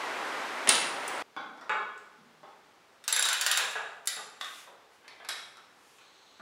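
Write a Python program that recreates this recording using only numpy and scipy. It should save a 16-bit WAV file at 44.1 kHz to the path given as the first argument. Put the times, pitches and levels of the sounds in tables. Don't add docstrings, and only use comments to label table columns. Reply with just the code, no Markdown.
import sys
import numpy as np
from scipy import signal
from scipy.fft import rfft, irfft, next_fast_len
from scipy.io import wavfile
from scipy.ndimage import map_coordinates

SR = 44100
rng = np.random.default_rng(int(sys.argv[2]) if len(sys.argv) > 2 else 0)


def to_wav(s):
    ch = np.atleast_2d(s).T
    pcm = np.round(np.clip(ch, -1, 1) * 32767)
    wavfile.write(sys.argv[1], SR, pcm.astype(np.int16))


N = 282681

# (time [s], relative level [dB], extra ring [dB])
RATCHET_CLICKS = [(3.0402, -43, -13), (3.0791, -20.5, -0.5), (3.1264, -16.5, 7), (3.1632, -19.5, 6.5),
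                  (3.1937, -19, 13), (3.225, -17.5, 7.5), (3.2544, -21.5, -3), (3.2877, -21.5, -0.5),
                  (3.3294, -21, 1.5), (3.4115, -20.5, -5), (3.4637, -18, -5), (3.5142, -17.5, 3.5),
                  (3.5737, -19, -5), (3.712, -40, 0.5), (4.0731, -19.5, 3)]
# (pitch [Hz], relative level [dB], time to fade by 60 dB [s])
RATCHET_TONES = [(1579, -22.5, 0.023), (1593, -13, 0.026), (3660, -11, 0.0089), (3804.5, -13.5, .05),
                 (4695, -23, 0.206), (5914, -20, 0.056), (7254, -10.5, 0.019), (7480, -10, 0.02),
                 (10984, -4.5, 0.0097), (10939, -6, 0.0148)]
# (frequency [Hz], relative level [dB])
RATCHET_COLOUR = [(50, -68.5), (150, -54), (300, -26.5), (550, -10), (1000, -6), (1500, 3.5), (2100, -3.5),
                  (3600, -1), (5000, -1.5), (9500, -3), (12500, -12.5), (16000, -14.5)]

def ratchet():
    tooth_s, slow_bright = 0.041, 0.9762
    bounce_s, bounce_db = .0072, -14.5
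    pause_s, lift_s, lift_db = .3, .016, -24
    times = [row[0] for row in RATCHET_CLICKS]
    waits = np.diff(times, prepend=times[0] - tooth_s)
    touches = []
    for (s, db, ring_db), wait in zip(RATCHET_CLICKS, waits):
        bright = slow_bright * np.log2(wait / tooth_s)
        graze = (bright + 3.5, ring_db - 10.5)
        touches.append((s, db, bright, ring_db))
        touches.append((s + bounce_s, db + bounce_db, *graze))
        if wait > pause_s:
            touches.append((s - lift_s, db + lift_db, *graze))
    return strike(touches, RATCHET_TONES, RATCHET_COLOUR,
                  crack_s=0.0595, gain_db=20, echo_db=-1.5, pivot_hz=4030, snap_db=-1.5)


# (time [s], relative level [dB], brightness [dB per octave], extra ring [dB])
WRENCH_HITS = [(.674, -21, -5, -23.5), (.6825, -24.5, -5.5, -15.5), (.6903, -9.5, 2, 4.5),
               (.6935, -13.5, -1, -13), (.7012, -20.5, -1, -17), (.7527, -23.5, 2, -13),
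               (1.0794, -30, 27, 3.5)]
# (pitch [Hz], relative level [dB], fade time [s])
WRENCH_TONES = [(2707, -12.5, 0.05), (3590, -19, 0.029), (5975, -12, 0.071), (7870, -11.5, 0.0053),
                (9210, -15, 0.034), (9235, -0.5, 0.02), (9260, -3, 0.019), (9220, -24.5, 0.27),
                (15200, -27, .03)]
# (frequency [Hz], relative level [dB])
WRENCH_COLOUR = [(40, -64), (110, -39.5), (260, -21), (900, -10.5), (3200, -3), (5000, -3), (8000, -5.5),
                 (10000, -3), (12500, -23.5), (16000, -27.5)]

def wrench():
    return strike(WRENCH_HITS, WRENCH_TONES, WRENCH_COLOUR,
                  crack_s=0.025, gain_db=19.5, echo_db=-2, pivot_hz=5000, snap_db=-1)


# (time [s], relative level [dB], brightness [dB per octave], extra ring [dB])
CHAINSET_HITS = [(1.6945, -24.5, 0, 2.5), (1.715, -35, 0.5, 4), (1.772, -36.5, -1.5, 0.5),
                 (1.977, -55, 12.5, -24), (5.985, -54, 6.5, -13), (6.396, -45.5, -6, -13)]
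# (pitch [Hz], relative level [dB], fade time [s])
CHAINSET_TONES = [(415.3, -17, 0.093), (869.2, -12, 0.213), (1064.6, -12.5, 0.65), (1183, -16, 0.106),
                  (1477.1, -6, 0.26), (1705, -9.5, 0.097), (2258.6, -15, 0.079), (3298, -17, 0.14),
                  (3760, -23.5, 0.125), (7283, -29.5, .03)]
# (frequency [Hz], relative level [dB])
CHAINSET_COLOUR = [(40, -46.5), (100, -55), (180, -12), (420, -10), (900, 2.5), (1500, 3), (2400, -5.5),
                   (3600, -14.5), (4500, -20.5), (6200, -27.5), (7400, -19.5), (9500, -35), (16000, -50)]

def chainset():
    return strike(CHAINSET_HITS, CHAINSET_TONES, CHAINSET_COLOUR,
                  crack_s=0.038, gain_db=21, echo_db=1.5, pivot_hz=1330, snap_db=-3.5)


# (time [s], relative level [dB])
BOLT_HITS = [(4.4113, -23), (4.445, -32)]
# (pitch [Hz], relative level [dB], fade time [s])
BOLT_TONES = [(1254, -10.5, 0.0215), (2027, -12, 0.0355), (3560, -6, 0.018), (3666, -5, 0.033)]
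# (frequency [Hz], relative level [dB])
BOLT_COLOUR = [(50, -62), (200, -13), (800, -6), (1400, 0), (2100, -1.5), (2700, -5), (3600, 4.5),
               (4300, -4.5), (10000, -14.5), (16000, -34)]

def bolt():
    knocks = [(s, db, 0, 0) for s, db in BOLT_HITS]
    return strike(knocks, BOLT_TONES, BOLT_COLOUR,
                  crack_s=0.032, gain_db=15, echo_db=-4, pivot_hz=2500, snap_db=-21)


# (time [s], relative level [dB], brightness [dB per octave], extra ring [dB])
SOCKET_HITS = [(5.0797, -42.5, -2.5, -18.5), (5.2483, -42.5, -2, -12), (5.2878, -29, 3, -1),
               (5.2903, -28, 1, 0), (5.5701, -47, -1, -4)]
# (pitch [Hz], relative level [dB], fade time [s])
SOCKET_TONES = [(1281, -7, 0.0128), (1602, -10, 0.03), (3305, -11.5, 0.068), (3878, -7.5, 0.043),
                (4300, -18.5, 0.077), (5540, -10.5, .04), (7400, -17.5, 0.044), (8090, -15, 0.11),
                (9170, -14.5, 0.041), (10100, -12.5, 0.034), (11310, -18.5, .02), (12600, -25, 0.049)]
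# (frequency [Hz], relative level [dB])
SOCKET_COLOUR = [(50, -62), (110, -30), (200, -11.5), (420, -10.5), (800, -2.5), (1400, -3.5), (2100, 1),
                 (2800, -2.5), (3900, -2), (5300, -2), (6500, -5.5), (11000, -8), (13000, -26),
                 (16000, -32.5)]

def socket():
    return strike(SOCKET_HITS, SOCKET_TONES, SOCKET_COLOUR,
                  crack_s=.035, gain_db=19, echo_db=0, pivot_hz=4020, snap_db=-2.5)


# (time [s], relative level [dB], brightness [dB per octave], extra ring [dB])
CRANK_HITS = [(3.578, -33.5, 0, -14.5), (3.597, -30.5, 0, -1.5), (3.7555, -31.5, -2, 1),
              (4.167, -41, -6, -2), (4.675, -49.5, -8, -10), (5.045, -55, -3, 2.5), (5.2, -47.5, -4, -9.5)]
# (pitch [Hz], relative level [dB], fade time [s])
CRANK_TONES = [(431.3, -20.5, 0.097), (1368, -15, 0.029), (1693.4, -8, 0.05), (2626, -10, 0.038)]
# (frequency [Hz], relative level [dB])
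CRANK_COLOUR = [(50, -61.5), (130, -23.5), (290, -27), (420, -11), (800, -2.5), (1600, 0), (2100, -6),
                (3700, -3), (4600, -27), (8000, -19.5), (16000, -43)]

def crank():
    return strike(CRANK_HITS, CRANK_TONES, CRANK_COLOUR,
                  crack_s=0.065, gain_db=20.5, echo_db=3, pivot_hz=1412, snap_db=9)


# (time [s], relative level [dB], brightness [dB per octave], extra ring [dB])
AXLE_HITS = [(1.3648, -31.5, -1, 1), (1.405, -47, 0.5, -8), (1.575, -48.5, 3.5, -0.5),
             (1.612, -43.5, 2.5, -13.5), (2.4315, -44.5, -2, -6)]
# (pitch [Hz], relative level [dB], fade time [s])
AXLE_TONES = [(761.5, -11.5, .07), (1054, -14, 0.093), (1258, -8.5, 0.27), (3438, -13.5, 0.124),
              (3840, -23, 0.22), (6500, -33, .4)]
# (frequency [Hz], relative level [dB])
AXLE_COLOUR = [(40, -40), (100, -35.5), (170, -7.5), (450, -1), (850, 0), (1400, -1), (2000, -7),
               (3000, -14.5), (5200, -19), (6000, -21.5), (16000, -44.5)]

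def axle():
    return strike(AXLE_HITS, AXLE_TONES, AXLE_COLOUR,
                  crack_s=0.0294, gain_db=18.5, echo_db=2.5, pivot_hz=1300, snap_db=-3)


# (frequency [Hz], relative level [dB])
RUSH_COLOUR = [(25, -62), (80, -46), (127, -21.5), (190, -20), (260, -6.5), (526, -3), (800, -.5),
               (1160, 0), (2120, -4.5), (3140, -12), (6500, -22), (9220, -26.5), (14000, -38), (16000, -51)]

def air_rush():
    level_db = -36 + .5 * waver(turns_per_s=8.5)
    return amp(level_db) * noise(RUSH_COLOUR)


# (time [s], relative level [dB], brightness [dB per octave], extra ring [dB])
FRAME_HITS = [(2.185, -57, 1, 1), (2.435, -66, -1, -8), (3.61, -59.5, 2, -4.5)]
# (pitch [Hz], relative level [dB], fade time [s])
FRAME_TONES = [(139.1, -14, .15), (182.2, -3.5, .15), (239.9, 0.5, 0.074)]
# (frequency [Hz], relative level [dB])
FRAME_COLOUR = [(40, -50), (100, -27.5), (160, 17), (300, -37.5), (600, -20.5), (3000, -53.5)]

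def frame():
    return strike(FRAME_HITS, FRAME_TONES, FRAME_COLOUR,
                  crack_s=0.039, gain_db=23, echo_db=2.5, pivot_hz=200, snap_db=-24.5)


# (start [s], rise [s], hold [s], level [dB])
SLIDE_STROKES = [(4.396, 0.023, 0.1886, -52.5), (4.889, .06, .01, -69), (5.679, 0.198, 0.095, -65)]
# (frequency [Hz], relative level [dB])
SLIDE_COLOUR = [(700, -28.5), (2500, 4), (4000, -1.5), (7000, -0.5), (11000, -5.5), (16000, -18.5)]

def sliding_metal():
    strokes = sum(swell(*stroke, fade_db_per_s=142.5) for stroke in SLIDE_STROKES)
    return strokes * noise(SLIDE_COLOUR)


# (frequency [Hz], relative level [dB])
HUB_COLOUR = [(1500, -28), (3000, -4), (3700, -0.5), (4250, 2), (4900, -16.5), (6500, -7), (7400, -19.5),
              (7900, -11), (8700, -28), (16000, -42)]

def wheel_hub():
    return swell(start_s=6, rise_s=0.01, hold_s=.4, db=-63.5) * noise(HUB_COLOUR)


# (frequency [Hz], relative level [dB])
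HISS_COLOUR = [(18, -55), (30, -33.5), (49, -20), (426, -3.5), (526, -4), (600, -5), (649, -5.5),
               (780, -3.5), (844, -2.5), (962, -4.5), (1130, -3.5), (4910, -16), (16000, -33)]

def room_hiss():
    return amp(-61) * noise(HISS_COLOUR)


# (frequency [Hz], time to fade by 60 dB [s])
ECHO_FADES = [(200, 1.4), (530, 0.8874), (1400, 0.7765), (3700, 0.6544), (9700, 0.6146), (16000, 0.2835)]
# (frequency [Hz], relative level [dB])
ECHO_COLOUR = [(200, 5.5), (1400, 9.5), (4000, 6.5), (9000, -3), (16000, -2.5)]

def echo(x, build_s=0.0015):
    hz, t, bands = signal.stft(rng.standard_normal(SR), SR, nperseg=256)
    fade_s = np.maximum(along(ECHO_FADES, hz), .05)[:, None]
    even_out = np.sqrt(2 * np.log(1000) / (fade_s * SR))
    colour = amp(along(ECHO_COLOUR, hz))[:, None]
    tail = signal.istft(bands * decay(t, fade_s) * even_out * colour, SR, nperseg=256)[1]
    tail *= 1 - np.exp(-np.arange(len(tail)) / SR / build_s)
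    return signal.fftconvolve(x, tail)[:len(x)]


def strike(hits, tones, colour, crack_s, gain_db, echo_db, pivot_hz, snap_db, snap_s=0.0052):
    def octaves(f):
        return np.log2(np.clip(f, 200, 8000) / pivot_hz)

    out = np.zeros(N + 2 * SR)
    t = np.arange(SR) / SR
    hz, tone_db, fade_s = np.transpose(tones)
    tone_fades = decay(t, fade_s[:, None])
    signs = (-1) ** np.arange(len(hz))
    crack_fade = (decay(t, crack_s) + amp(snap_db) * decay(t, snap_s))[:SR // 5]
    for s, db, bright, ring_db in hits:
        burst = rng.standard_normal(len(crack_fade)) * crack_fade
        crack = unit_energy(tint(burst, lambda f: amp(along(colour, f) + bright * octaves(f))))
        detune, scatter_db = rng.normal(0, [[.004], [1.5]], (2, len(hz)))
        pitches = hz * (1 + detune)
        rings = unit_energy(np.sin(2 * np.pi * pitches[:, None] * t) * tone_fades)
        strengths = amp(tone_db + ring_db + bright * octaves(hz) + scatter_db)
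        hit = (strengths * signs) @ rings
        hit[:len(crack)] += crack
        hit = amp(db + gain_db) * unit_energy(hit)
        out[round(s * SR):][:SR] += hit + amp(echo_db) * echo(hit)
    return signal.sosfilt(signal.butter(2, 130, "highpass", fs=SR, output="sos"), out[:N])


def amp(db):
    return 10 ** (np.asarray(db) / 20)


def along(points, hz):
    f, values = np.transpose(points)
    return np.interp(np.log(hz + 1), np.log(f + 1), values)


def decay(t, fade_s):
    return np.exp(-np.log(1000) * t / fade_s)


def swell(start_s, rise_s, hold_s, db, fade_db_per_s=0):
    t = np.arange(N) / SR - start_s
    fading_s = np.maximum(t - rise_s - hold_s, 0)
    return np.clip(t / rise_s, 0, 1) * amp(db - fade_db_per_s * fading_s)


def waver(turns_per_s):
    values = rng.standard_normal(int(N * turns_per_s / SR) + 4)
    return map_coordinates(values, [np.arange(N) * turns_per_s / SR])


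def unit_energy(x):
    return x / np.sqrt(np.sum(x ** 2, axis=-1, keepdims=True) + 1e-20)


def tint(x, gain):
    m = next_fast_len(2 * len(x), real=True)
    gains = np.maximum(gain(np.fft.rfftfreq(m, 1 / SR)), 1e-6)
    cepstrum = irfft(np.log(gains), m)
    cepstrum[1:m // 2] *= 2
    cepstrum[m // 2 + 1:] = 0
    return irfft(rfft(x, m) * np.exp(rfft(cepstrum)), m)[:len(x)]


def noise(colour):
    m = next_fast_len(N, real=True)
    gains = amp(along(colour, np.fft.rfftfreq(m, 1 / SR)))
    x = irfft(rfft(rng.standard_normal(m)) * gains, m)[:N]
    return x / np.std(x)


def scene():
    stop_s = 1.2245
    headset = (np.arange(N) / SR < stop_s) * (wrench() + air_rush())
    mounting = axle() + chainset() + frame()
    tightening = ratchet() + crank() + bolt() + socket()
    mono = headset + mounting + tightening + sliding_metal() + wheel_hub() + room_hiss()
    return np.array([mono, mono])


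def record(dry):
    top_hz, slope_hz = 16100, 400
    m = next_fast_len(N + SR // 2, real=True)
    kept = np.clip((top_hz - np.fft.rfftfreq(m, 1 / SR)) / slope_hz, 0, 1) ** 2
    return irfft(rfft(dry, m) * kept, m)[:, :N]


dry = scene()
out = record(dry)
to_wav(out)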